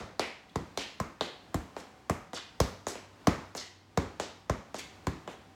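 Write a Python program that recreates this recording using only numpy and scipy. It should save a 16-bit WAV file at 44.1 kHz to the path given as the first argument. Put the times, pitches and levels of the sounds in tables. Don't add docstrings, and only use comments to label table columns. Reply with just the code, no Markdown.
import sys
import numpy as np
from scipy.fft import rfft, irfft, next_fast_len
from scipy.io import wavfile
from scipy.ndimage import uniform_filter1d, map_coordinates

SR = 44100
rng = np.random.default_rng(int(sys.argv[2]) if len(sys.argv) > 2 else 0)


def dump_mix(stems):
    frames = np.atleast_2d(stems).T
    limited = np.clip(frames, -1, 1)
    pcm = np.round(limited * 32767).astype(np.int16)
    wavfile.write(sys.argv[1], SR, pcm)


N = 244733
LEAD = 4410


def amp(db):
    return 10 ** (np.asarray(db) / 20)


def unit(x):
    return x / np.sqrt(np.mean(x ** 2) + 1e-20)


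def filtered(x, response):
    m = next_fast_len(len(x) + SR // 4)
    freq_hz = np.fft.rfftfreq(m, 1 / SR) + 1
    return irfft(rfft(x, m) * response(freq_hz), m)[:len(x)]


def random_curve(knots_per_s):
    knots = rng.standard_normal(int(N * knots_per_s / SR) + 4)
    return map_coordinates(knots, [np.arange(N) * knots_per_s / SR])


def bell(f, centre_oct, width_oct):
    return np.exp(-.5 * ((np.log2(f / 1000) - centre_oct) / max(width_oct, .2)) ** 2)


def blurred(spectrum, octaves):
    bins_per_oct = 48
    pitch = np.log2(np.arange(len(spectrum)) + 1)
    grid = np.arange(0, pitch[-1], 1 / bins_per_oct)
    power = np.interp(grid, pitch, np.abs(spectrum) ** 2)
    power = uniform_filter1d(power, size=max(round(bins_per_oct * octaves), 1))
    return np.sqrt(np.abs(np.interp(pitch, grid, power)))


def ringing(modes, t, pitch_hz=1):
    total = 0
    for multiple, db, t60_s in modes:
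        envelope = amp(db + rng.normal(0, 1) - 60 * t / t60_s)
        total = total + envelope * np.cos(2 * np.pi * multiple * pitch_hz * t)
    return total


def crack(t, ping_db, ping_hz, burst_db, t60_s, centre_oct, width_oct, air_db):
    ping = np.sin(2 * np.pi * ping_hz * t) * amp(-60 * t / 0.007)
    burst = rng.standard_normal(len(t)) * amp(-60 * t / t60_s) * (1 - np.exp(-t / 0.00068))
    burst *= 5 / np.linalg.norm(burst)

    def colour(f):
        return bell(f, centre_oct, width_oct) + amp(air_db) * bell(f, 3.35, 0.51)

    return amp(ping_db) * ping + amp(burst_db) * filtered(burst, colour)


def diffuse_tail(t):
    # (centre [Hz], t60 [s], relative energy [dB])
    tail_bands = [(64, 0.3, 4.5), (133, 0.47, -7), (260, 0.34, 8), (648, 0.5, -1.5), (1340, 0.57, 1.5),
                  (2140, 0.52, 8), (4660, 0.55, 1.5), (7900, 0.41, -0.5), (10600, 0.42, -1.5),
                  (14500, 0.4, -2.5)]
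    hz, t60_s, db = np.transpose(tail_bands)
    noise = rfft(rng.standard_normal(len(t)))
    log_f = np.log(np.fft.rfftfreq(len(t), 1 / SR) + 1)
    shares = np.array([np.interp(log_f, np.log(hz), row) for row in np.eye(len(hz))])
    decay = amp(db[:, None] - 60 * t / t60_s[:, None])
    decay /= np.sqrt(t60_s[:, None] * SR / np.log(1e6))
    onset = 1 - np.exp(-(t / 0.00079) ** 2)
    return (irfft(noise * shares, len(t)) * decay).sum(0) * onset


def add(out, start_s, sound, room_db=0, blow=True):
    # (nominal delay [ms], level before room_db [dB])
    first_echoes = [(4.5, -7.5), (7, -36), (10.5, -10), (13, -16.5), (18, -36), (25, -39)]
    t = np.arange(SR * 3 // 4) / SR
    tail = diffuse_tail(t)
    echoes = np.zeros(len(t))
    for ms, echo_db in first_echoes:
        echoes[int(ms * rng.uniform(.9, 1.1) * SR / 1000)] = amp(echo_db + room_db)
    echoes[0] = 1
    m = next_fast_len(SR)
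    direct = rfft(sound, m)
    radiated = blurred(direct, 0.58) if blow else direct
    early = direct * rfft(echoes, m)
    late = amp(room_db) * radiated * rfft(tail, m)
    heard = irfft(early + late, m)[:len(t)]
    at = LEAD + round(start_s * SR)
    out[at:at + len(heard)] += heard[:len(out) - at]


def ball(out):
    # (time [s], thump level [dB], contact [ms], casing pitch [Hz], casing knock [dB re thump],
    #   air ring [dB re thump], leather crack [dB re thump], airy top [dB re crack])
    kicks = [(-.055, -17, 7.5, 555, 4.5, 6, -2, -17), (0.5568, -18, 4.3, 920, -4, -5, -6, -16),
             (0.9998, -24.5, 6.1, 735, 2.5, 9, -2.5, -4), (1.5428, -20.5, 6.44, 710, -0.5, 1, -3, -5),
             (2.0962, -19.5, 6.97, 700, 1, 6, -3, -3), (2.6012, -14, 7.33, 478, 2.5, 2, 1.5, -9),
             (3.2702, -12, 6.7, 725, 2, 5, -2.5, -11.5), (3.9733, -12.5, 4.03, 430, -2, 1.5, -5.5, -18),
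             (4.4959, -20, 6.9, 570, 3.5, 6.5, -1.5, -14), (5.0685, -19.5, 5.44, 816, -23, 5.5, -4, -13)]
    # (frequency [Hz], level [dB], t60 [s])
    air_modes = [(1036, -4, 0.021), (1490, -10, 0.014), (2250, -13.5, 0.0089)]
    # (multiple of casing pitch [ratio], level [dB], t60 [s])
    casing_modes = [(1, 8.5, 0.0094)]
    # (frequency [Hz], level [dB], t60 [s])
    shape_modes = [(264, 4, 0.059)]
    shape_db, ping_db, mid_ping_hz, room_db = -10, -12, 6300, -7
    t = np.arange(SR // 10) / SR
    touch = 1 - np.exp(-(t / 0.00041) ** 2)
    for start_s, db, contact_ms, casing_hz, knock_db, ring_db, crack_db, air_db in kicks:
        u = t * 1000 / contact_ms
        release = np.cos(np.pi / 2 * np.clip((u - 1) / 0.19, 0, 1)) ** 2
        thump = np.cos(np.pi * np.minimum(u, 1)) * release
        knock = amp(knock_db) * ringing(casing_modes, t, casing_hz)
        air_ring = amp(ring_db) * ringing(air_modes, t)
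        out_of_round = amp(shape_db) * ringing(shape_modes, t)
        add(out, start_s, amp(db) * touch * (thump + knock + air_ring + out_of_round), room_db)
        ping_hz = mid_ping_hz * rng.uniform(0.91, 1.176)
        leather = crack(t, ping_db, ping_hz, 0, 0.011, centre_oct=2.265, width_oct=0.77, air_db=air_db)
        add(out, start_s + 0.00072, amp(db + crack_db) * leather, room_db + 1.5)


def background():
    # (time [s], level [dB])
    hum_level = [(0, -76), (2.6, -68), (3.05, -59.5), (4.0, -59), (4.6, -64.5), (5.4, -60.5), (5.55, -67)]
    # (frequency [Hz], mean level re hum gain [dB], width of pitch wander [Hz])
    motor_lines = [(97, -4.5, 3.33), (316, -17, 25.5)]
    # (time [s], level [dB])
    whine_level = [(0, -71), (1.2, -71), (1.5, -66), (2.05, -65), (3.1, -74), (4.6, -74), (5.35, -64),
                   (5.55, -64)]
    # (frequency [Hz], relative density [dB per Hz])
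    hiss_spectrum = [(30, 7), (65, 7), (120, 5), (250, 6.5), (500, -0.5), (1000, -1), (1400, -5.5),
                     (4000, -13.5), (7500, -20), (9000, -18), (12000, -24), (16000, -23)]
    t = np.arange(N) / SR

    def line(hz, width_hz):
        wandering_hz = hz + .5 * width_hz * random_curve(10)
        return np.sqrt(2) * np.sin(2 * np.pi * np.cumsum(wandering_hz) / SR)

    def gain(rows):
        return amp(np.interp(t, *np.transpose(rows)))

    motor = sum(amp(db + 2 * random_curve(8)) * line(hz, width_hz) for hz, db, width_hz in motor_lines)
    whine = amp(3 * random_curve(9) - 2) * line(755, 16)
    hz, db = np.transpose(hiss_spectrum)
    noise = rng.standard_normal(N)
    hiss = unit(filtered(noise, lambda f: amp(np.interp(np.log(f), np.log(hz), db))))
    hiss_gain = amp(-57.5 + 2.4 * random_curve(3.3))
    return gain(hum_level) * motor + gain(whine_level) * whine + hiss_gain * hiss


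def slaps(out):
    # (time [s], slap level [dB], click [dB re slap], stud ping [dB re slap], ping pitch [Hz])
    landings = [(0.1944, -4, -12.5, -15, 4420), (0.774, -10, -7, -34, 4200),
                (1.209, -6, -18.5, -11.5, 3730), (1.765, -14.5, -21, -39, 6000),
                (2.332, -15.5, -16, -21, 3430), (2.868, -8.5, -21, -15.5, 6700),
                (2.954, -20, -16, -15.5, 2600), (3.55, -16.5, -14, -15.5, 6700),
                (4.198, -8, -12, -44, 6100), (4.7433, -14, -14.5, -27, 6750),
                (5.276, -14.5, -22, -21.5, 2930)]
    air_period_ms = 1.72
    t = np.arange(SR // 6) / SR
    onset = 1 - np.exp(-(t / 0.00026) ** 2)
    slap = np.cos(2 * np.pi * t * 1000 / air_period_ms) * amp(-60 * t / 0.0047) * onset
    for start_s, db, click_db, ping_db, ping_hz in landings:
        room_db = -4.5 - 0.126 * db
        add(out, start_s, amp(db) * slap, room_db)
        click = crack(t, ping_db, ping_hz, click_db, 0.0093, centre_oct=2.0, width_oct=0.89, air_db=-22.5)
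        add(out, start_s, amp(db) * click, room_db - 1)


def scuffs(out):
    # (start [s], time to peak [s], level [dB], centre at the peak [octaves above 1 kHz],
    #   width [octaves], fall in pitch until the peak [octaves])
    slides = [(0.195, 0.029, -42, 1.2, 0.44, .5), (0.492, 0.0038, -60.5, 1.86, .3, .5),
              (.778, 0.025, -41, 1.73, 0.62, 0.46), (1.209, 0.025, -49.5, 1.86, 0.95, .3),
              (1.769, 0.021, -54.5, 2.16, 0.93, 0.61), (2.335, 0.021, -43.5, 2.02, 0.37, 1.35),
              (2.369, 0.0065, -43.5, 0.7, 1, .4), (2.868, 0.021, -42, 2.48, 0.67, 0.8),
              (3.552, 0.025, -41, 2.22, 0.39, 2), (3.611, 0.0023, -40, 1.1, 0.9, .3),
              (4.197, 0.027, -47, 2.14, 0.5, 0.81), (4.746, 0.021, -48.5, 2.13, 0.62, 0.71),
              (4.781, 0.0086, -42, 2.01, 1, 0.68), (5.28, 0.025, -58, 2.05, 0.98, .6)]
    rasp_db, fizz_db = -11, -17
    t = np.arange(SR // 6) / SR
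    for start_s, rise_s, db, centre_oct, width_oct, fall_oct in slides:
        u = t / max(rise_s, .002)
        grains = unit(uniform_filter1d(rng.standard_normal(len(t)), size=30))
        clumps = unit(uniform_filter1d(rng.standard_normal(len(t)), size=260))
        grit = rng.standard_normal(len(t)) * amp(3.5 * grains + 2.5 * clumps)

        def scrape(at_oct):
            def colour(f):
                rasp = amp(rasp_db) * bell(f, 0.31, 0.75)
                fizz = amp(fizz_db) * bell(f, 3.1, 0.38)
                return bell(f, at_oct, width_oct) + rasp + fizz
            return unit(filtered(grit, colour))

        sliding = 0
        for k in range(3):
            share = np.clip(1 - abs(2 * np.minimum(u, 1) - k), 0, 1)
            sliding = sliding + np.sqrt(share) * scrape(centre_oct + fall_oct * (1 - k / 2))
        swell = (u * np.exp(1 - u)) ** 1.76
        add(out, start_s, amp(db) * sliding * swell, -3, blow=False)


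def scene():
    out = np.zeros(N + LEAD)
    ball(out)
    slaps(out)
    scuffs(out)
    return (out[LEAD:] + background())[None]


def record(dry, turns=1.46, bass_hz=55, step_hz=8300, step_db=-7, top_hz=16600):
    def lag(f):
        return np.exp(-2j * np.pi * turns * np.log((f + 20) / 8000))

    def bass_cut(f):
        return 1 / np.sqrt(1 + (bass_hz / f) ** 11)

    def port(f):
        return amp(step_db / (1 + (step_hz / f) ** 30))

    return filtered(dry[0], lambda f: lag(f) * bass_cut(f) * port(f) * (f < top_hz))[None]


dry = scene()
out = record(dry)
dump_mix(out)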